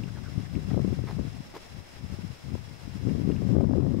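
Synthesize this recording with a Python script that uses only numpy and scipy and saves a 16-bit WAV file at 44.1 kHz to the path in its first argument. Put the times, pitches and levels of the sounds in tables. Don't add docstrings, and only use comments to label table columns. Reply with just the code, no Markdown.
import sys
import numpy as np
from scipy import signal
from scipy.fft import rfft, irfft
from scipy.io import wavfile
from scipy.ndimage import uniform_filter1d

SR = 44100
rng = np.random.default_rng(int(sys.argv[2]) if len(sys.argv) > 2 else 0)


def wav_record(signal):
    frames = np.transpose(np.atleast_2d(signal))
    bounded = np.clip(frames, -1, 1)
    quanta = np.round(bounded * 32767).astype(np.int16)
    wavfile.write(sys.argv[1], SR, quanta)


N = 176400
T = np.arange(N) / SR
HZ = np.maximum(np.arange(N // 2 + 1) * SR / N, 1)

# (time [s], relative level [dB])
GUST_PRESSURE = [(0,-34), (.07,-38), (.11,-39), (.33,-40), (.38,-33.5), (.49,-43), (.54,-34.5), (.57,-30),
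                 (.61,-39), (.69,-32.5), (.74,-26.5), (.86,-30.5), (.935,-29), (.955,-44), (.975,-29),
                 (1.05,-35.5), (1.09,-39), (1.2,-31), (1.23,-37), (1.275,-33), (1.305,-42.5), (1.41,-42),
                 (1.43,-55), (1.68,-58.5), (1.73,-45), (1.8,-41.5), (1.86,-64.5), (1.94,-52.5),
                 (2.02,-44.5), (2.05,-33.5), (2.08,-47), (2.135,-33), (2.17,-48), (2.194,-37), (2.22,-46),
                 (2.25,-35), (2.285,-44.5), (2.305,-36.5), (2.36,-57), (2.41,-62), (2.45,-40.5), (2.54,-36),
                 (2.65,-46), (2.73,-44), (2.78,-53), (2.87,-40.5), (2.92,-42), (3.0,-38), (3.08,-27.5),
                 (3.2,-31.5), (3.29,-26), (3.33,-30), (3.41,-32), (3.52,-23.5), (3.57,-20.5), (3.6,-20),
                 (3.7,-22.5), (3.8,-22), (4.0,-26.5)]
# (time [s], peak level [dB], pitch [Hz], sign [+1 push, -1 pull])
EDDY_STRIKES = [(0.286, -34, 298, 1), (0.38, -15.5, 122, -1), (0.569, -13.5, 129, -1), (0.728, -19, 150, 1),
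                (.745, -19, 343, 1), (0.777, -13.5, 360, 1), (0.795, -21.5, 407, -1),
                (0.8485, -12, 248, -1), (0.8786, -17.5, 260, 1), (0.906, -29, 200, 1),
                (0.9293, -13.5, 200, -1), (.991, -21, 348, -1), (1.0403, -21.5, 274, 1),
                (1.193, -21.5, 352, 1), (1.2031, -17, 141, -1), (1.213, -28.5, 352, -1),
                (1.25, -23, 225, -1), (1.4061, -23.5, 161, 1), (2.1295, -29, 162, -1),
                (2.189, -24.5, 221, 1), (2.2422, -27.5, 187, 1), (2.4843, -34, 248, 1),
                (2.5436, -14, 133, 1), (2.5542, -20, 325, -1), (2.8788, -18.5, 157, 1),
                (2.9573, -20.5, 153, 1), (3.072, -10, 212, 1), (3.302, -12.5, 276, 1),
                (3.421, -19.5, 340, -1), (3.555, -11, 290, -1), (3.586, -8, 312, -1),
                (3.609, -14.5, 440, 1), (3.6436, -12, 403, 1), (3.693, -15, 318, 1), (3.711, -15, 414, 1),
                (3.736, -16, 565, -1), (3.776, -17.5, 350, 1), (3.783, -10, 200, -1), (3.807, -11, 218, 1),
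                (3.8426, -17.5, 171, 1), (3.825, -27, 520, 1), (3.866, -12, 310, -1), (3.919, -21, 340, 1),
                (3.946, -9.5, 273, -1), (3.988, -8.5, 205, 1)]

GUST_DB = np.interp(T, *np.transpose(GUST_PRESSURE))
GUST_REF_DB, CORNER_HZ = -24.5, 240
NEAR_PAN_DB = [[1.5], [-1.5]]


def from_db(db):
    return np.exp(np.asarray(db) * np.log(10) / 20)


def unit_rms(x):
    return x / np.sqrt(np.mean(x ** 2) + 1e-20)


def power(x, seconds):
    return np.maximum(uniform_filter1d(x ** 2, max(int(seconds * SR), 1)), 1e-12)


def colour(points, column=1):
    points = np.array(points)
    return np.interp(np.log(HZ), np.log(points[:, 0]), points[:, column])


def band_db(centre_hz, octaves):
    return -10 * np.log10(1 + (np.log2(HZ / centre_hz) / octaves) ** 6)


def noise(db):
    return irfft(rfft(rng.standard_normal(N)) * from_db(db), N) * np.sqrt(SR / 2)


def port_noise(db):
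    return unit_rms(noise(db) + .5 * np.array([noise(db), noise(db)]))


def drift(rate_hz, hop=40):
    steps = N // hop
    hz = np.arange(steps // 2 + 1) * SR / N
    spectrum = rfft(rng.standard_normal(steps)) / (1 + (hz / rate_hz) ** 2)
    return np.interp(np.arange(N) / hop, np.arange(steps), unit_rms(irfft(spectrum, steps)))


def burst(start, decay_s, attack_s):
    age = np.maximum(T - start, 0)
    return np.minimum(age / attack_s, 1) * np.exp(-np.maximum(age - attack_s, 0) / decay_s)


def turbulence(corner_hz, low_hz, flutter_db=4, patchy_db=1.37, tilt_db_per_octave=-2.5):
    low_order, high_order = 3.35, 3.16
    flutter = 2 * np.tanh(drift(87) / 2)
    white = rfft(rng.standard_normal(N))
    edges = 18 * 2 ** np.arange(0, 7.1, .5)
    out = 0
    for low, high in zip(edges, edges[1:]):
        hz = np.sqrt(low * high)
        band = unit_rms(irfft(white * ((HZ >= low) & (HZ < high)), N))
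        bass_loss = 1 + (low_hz / hz) ** (2 * low_order)
        treble_loss = 1 + (hz / corner_hz) ** (2 * high_order)
        shake_db = flutter_db * flutter * np.log2(1 + np.minimum(hz / CORNER_HZ, 2))
        shake_db += patchy_db * drift(15)
        tilt_db = tilt_db_per_octave * np.log2(hz / low_hz)
        out = out + band * np.sqrt(hz / bass_loss / treble_loss) * from_db(shake_db + tilt_db)
    return out / np.sqrt(power(out, seconds=0.0265))


def wind(gain_db=6, gust_db_per_octave=29):
    # (time [s], level [dB])
    draught = [(0,-52), (.06,-49), (.2,-59), (.5,-53), (.6,-46), (.95,-45.5), (1.15,-50), (1.41,-51),
               (1.47,-46), (1.53,-50), (1.63,-55.5), (2.9,-58.5), (3.25,-46), (3.38,-50), (3.56,-38.5),
               (3.68,-44.5), (4.0,-47)]
    corner_hz = CORNER_HZ * 2 ** ((GUST_DB - GUST_REF_DB) / gust_db_per_octave)
    exposed = from_db(GUST_DB + gain_db) * turbulence(corner_hz, low_hz=84.4)
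    sheltered = from_db(np.interp(T, *np.transpose(draught))) * turbulence(corner_hz=273, low_hz=35.4)
    return np.array([exposed + spits() + eddies(), sheltered])


def spits(level_db=-53.5, db_per_gust_db=0.8, rough_db=2.5):
    wake_db, wake_half_s, wake_ref_hz = -26.5, 0.0036, 438
    hiss = unit_rms(noise(band_db(902, octaves=0.48)))
    sputter = unit_rms(from_db(rough_db * np.minimum(drift(70), 2)))
    flow = from_db(level_db + db_per_gust_db * (GUST_DB - GUST_REF_DB))
    wakes = sum(from_db(db + wake_db) * (hz / wake_ref_hz) ** 2 / (1 + ((T - time) / wake_half_s) ** 4)
                for time, db, hz, _ in EDDY_STRIKES)
    return hiss * (sputter * flow + wakes)


def field(shared_power=0.038, shimmer_db=1.02):
    # (frequency [Hz], left density [dB/Hz], right density [dB/Hz])
    hiss_spectrum = [(30, -73.5, -88), (90, -85, -96), (249, -79.5, -92), (666, -81.5, -85.5),
                     (1230, -88, -91), (2150, -91.5, -95), (3700, -96, -94), (6280, -99, -99.5),
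                     (8800, -102, -103), (13200, -108.5, -109), (15500, -116, -116)]
    # (centre [Hz], width [Hz], left lift [dB], right lift [dB])
    raised_bands = [(2110, 200, 4.5, 3.5), (2720, 127, 1.5, 7.5), (3340, 147, 5.5, 1.5),
                    (4010, 144, 0.5, 4.5), (5123, 210, 10.5, 8), (5670, 230, 7.5, -5), (6950, 130, 2.5, 1),
                    (7950, 160, 1, -6.5)]
    common, out = noise(0), []
    for side in range(2):
        lift_db = sum(lift[side] * np.exp(-.5 * ((HZ - hz) / width) ** 2)
                      for hz, width, *lift in raised_bands)
        density_db = colour(hiss_spectrum, column=side + 1) + lift_db
        white = np.sqrt(shared_power) * common + np.sqrt(1 - shared_power) * noise(0)
        out.append(irfft(rfft(white) * from_db(density_db), N))
    return np.array(out) * from_db(shimmer_db * drift(18.5))


def rustle(density_db=-91, centre_hz=1720, octaves=0.54, db_per_gust_db=0.15, flicker_db=3):
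    stir_db = db_per_gust_db * np.minimum(uniform_filter1d(GUST_DB, SR // 5) - GUST_REF_DB, 0)
    db = density_db - 20 * np.log10(1 + (np.log2(HZ / centre_hz) / octaves) ** 2)
    return np.array([noise(db), noise(db)]) * from_db(stir_db + flicker_db * drift(36))


def whine():
    # (frequency [Hz], rms level [dB])
    tones = [(7094, -91), (14355, -86), (15609, -87)]
    return sum(from_db(db) * np.sqrt(2) * np.sin(2 * np.pi * hz * T) for hz, db in tones)


def ticks():
    # (time [s], level [dB], centre [Hz], decay [s])
    tick_events = [(0.035, -46, 2800, 0.0033), (0.552, -49, 2430, 0.0069), (0.701, -51, 2570, 0.0036),
                   (0.729, -51.5, 2780, 0.005), (3.092, -45, 2390, 0.0041), (3.315, -48, 2720, 0.004),
                   (3.363, -45.5, 2490, 0.0029)]
    out = sum(from_db(db) * burst(time, decay, attack_s=0.0006) * port_noise(band_db(hz, octaves=0.31))
              for time, db, hz, decay in tick_events)
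    return out * from_db(NEAR_PAN_DB)


def squeaks(octaves_per_s=-5.5, rough_hz=189):
    # (middle time [s], half length [s], starting pitch [Hz] at the middle, level [dB])
    squeak_events = [(0.089, 0.015, 1472, -55.5), (0.174, 0.02, 1600, -53), (0.266, 0.03, 1468, -53.5)]
    out = 0
    for time, half, hz, db in squeak_events:
        pitch_hz = hz * 2 ** (octaves_per_s * np.clip(T - time, -2 * half, 2 * half))
        phase = 2 * np.pi * np.cumsum(pitch_hz) / SR
        tone = drift(rough_hz) * np.sin(phase) + drift(rough_hz) * np.cos(phase)
        swell = np.exp(-np.minimum(((T - time) / half) ** 2, 20))
        out = out + from_db(db) * swell * tone
    return out


def bumps(grain_db=2.5):
    # (time [s], body level [dB], decay [s], rasp level [dB])
    scuffs = [(.168, -47, 0.012, -72), (0.7, -40, 0.0096, -80), (1.066, -41.5, 0.015, -59),
              (1.082, -44, 0.015, -64), (1.103, -49, 0.014, -60), (1.533, -46, 0.01, -72),
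              (1.544, -41.5, 0.0068, -53), (1.558, -41, 0.013, -56.5)]
    # (frequency [Hz], relative density [dB])
    body_spectrum = [(100, -14), (220, 14), (350, 21), (560, 14), (950, 15), (1500, 4.5), (2100, 5),
                     (3500, -20), (7000, -32), (13500, -40), (16000, -50)]
    rasp_spectrum = [(1000, -17), (2200, 4), (4200, 12), (7000, -1), (10500, -7), (13300, -1), (15500, -13)]
    body, rasp = port_noise(colour(body_spectrum)), port_noise(colour(rasp_spectrum))
    out = sum((from_db(body_db) * body + from_db(rasp_db) * rasp) * burst(time, decay, attack_s=0.0083)
              for time, body_db, decay, rasp_db in scuffs)
    return out * from_db(grain_db * drift(240)) * from_db(NEAR_PAN_DB)


def eddies(roundness=5.8):
    out = 0
    for time, db, hz, sign in EDDY_STRIKES:
        distance_squared = (np.pi * hz * (T - time)) ** 2 / roundness
        lobes = (1 - (2 * roundness + 1) * distance_squared) / (1 + distance_squared) ** (roundness + 2)
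        out = out + sign * from_db(db) * lobes
    return out


def scene():
    return wind() + field() + rustle() + whine() + ticks() + squeaks() + bumps()


def record(dry, threshold_db=-20, cut_share=0.76, lag_s=.035, release_db_per_s=4.5, cutoff_hz=15650):
    level_db = np.interp(T - lag_s, T, 10 * np.log10(power(dry[0], seconds=0.1)))
    over_db = np.maximum(level_db - threshold_db, 0)
    recovery_db = release_db_per_s * T
    cut_db = np.maximum.accumulate(cut_share * over_db + recovery_db) - recovery_db
    low_pass = signal.ellip(12, .1, 70, cutoff_hz, fs=SR, output="sos")
    return signal.sosfiltfilt(low_pass, dry * from_db(-cut_db))


dry = scene()
out = record(dry)
wav_record(out)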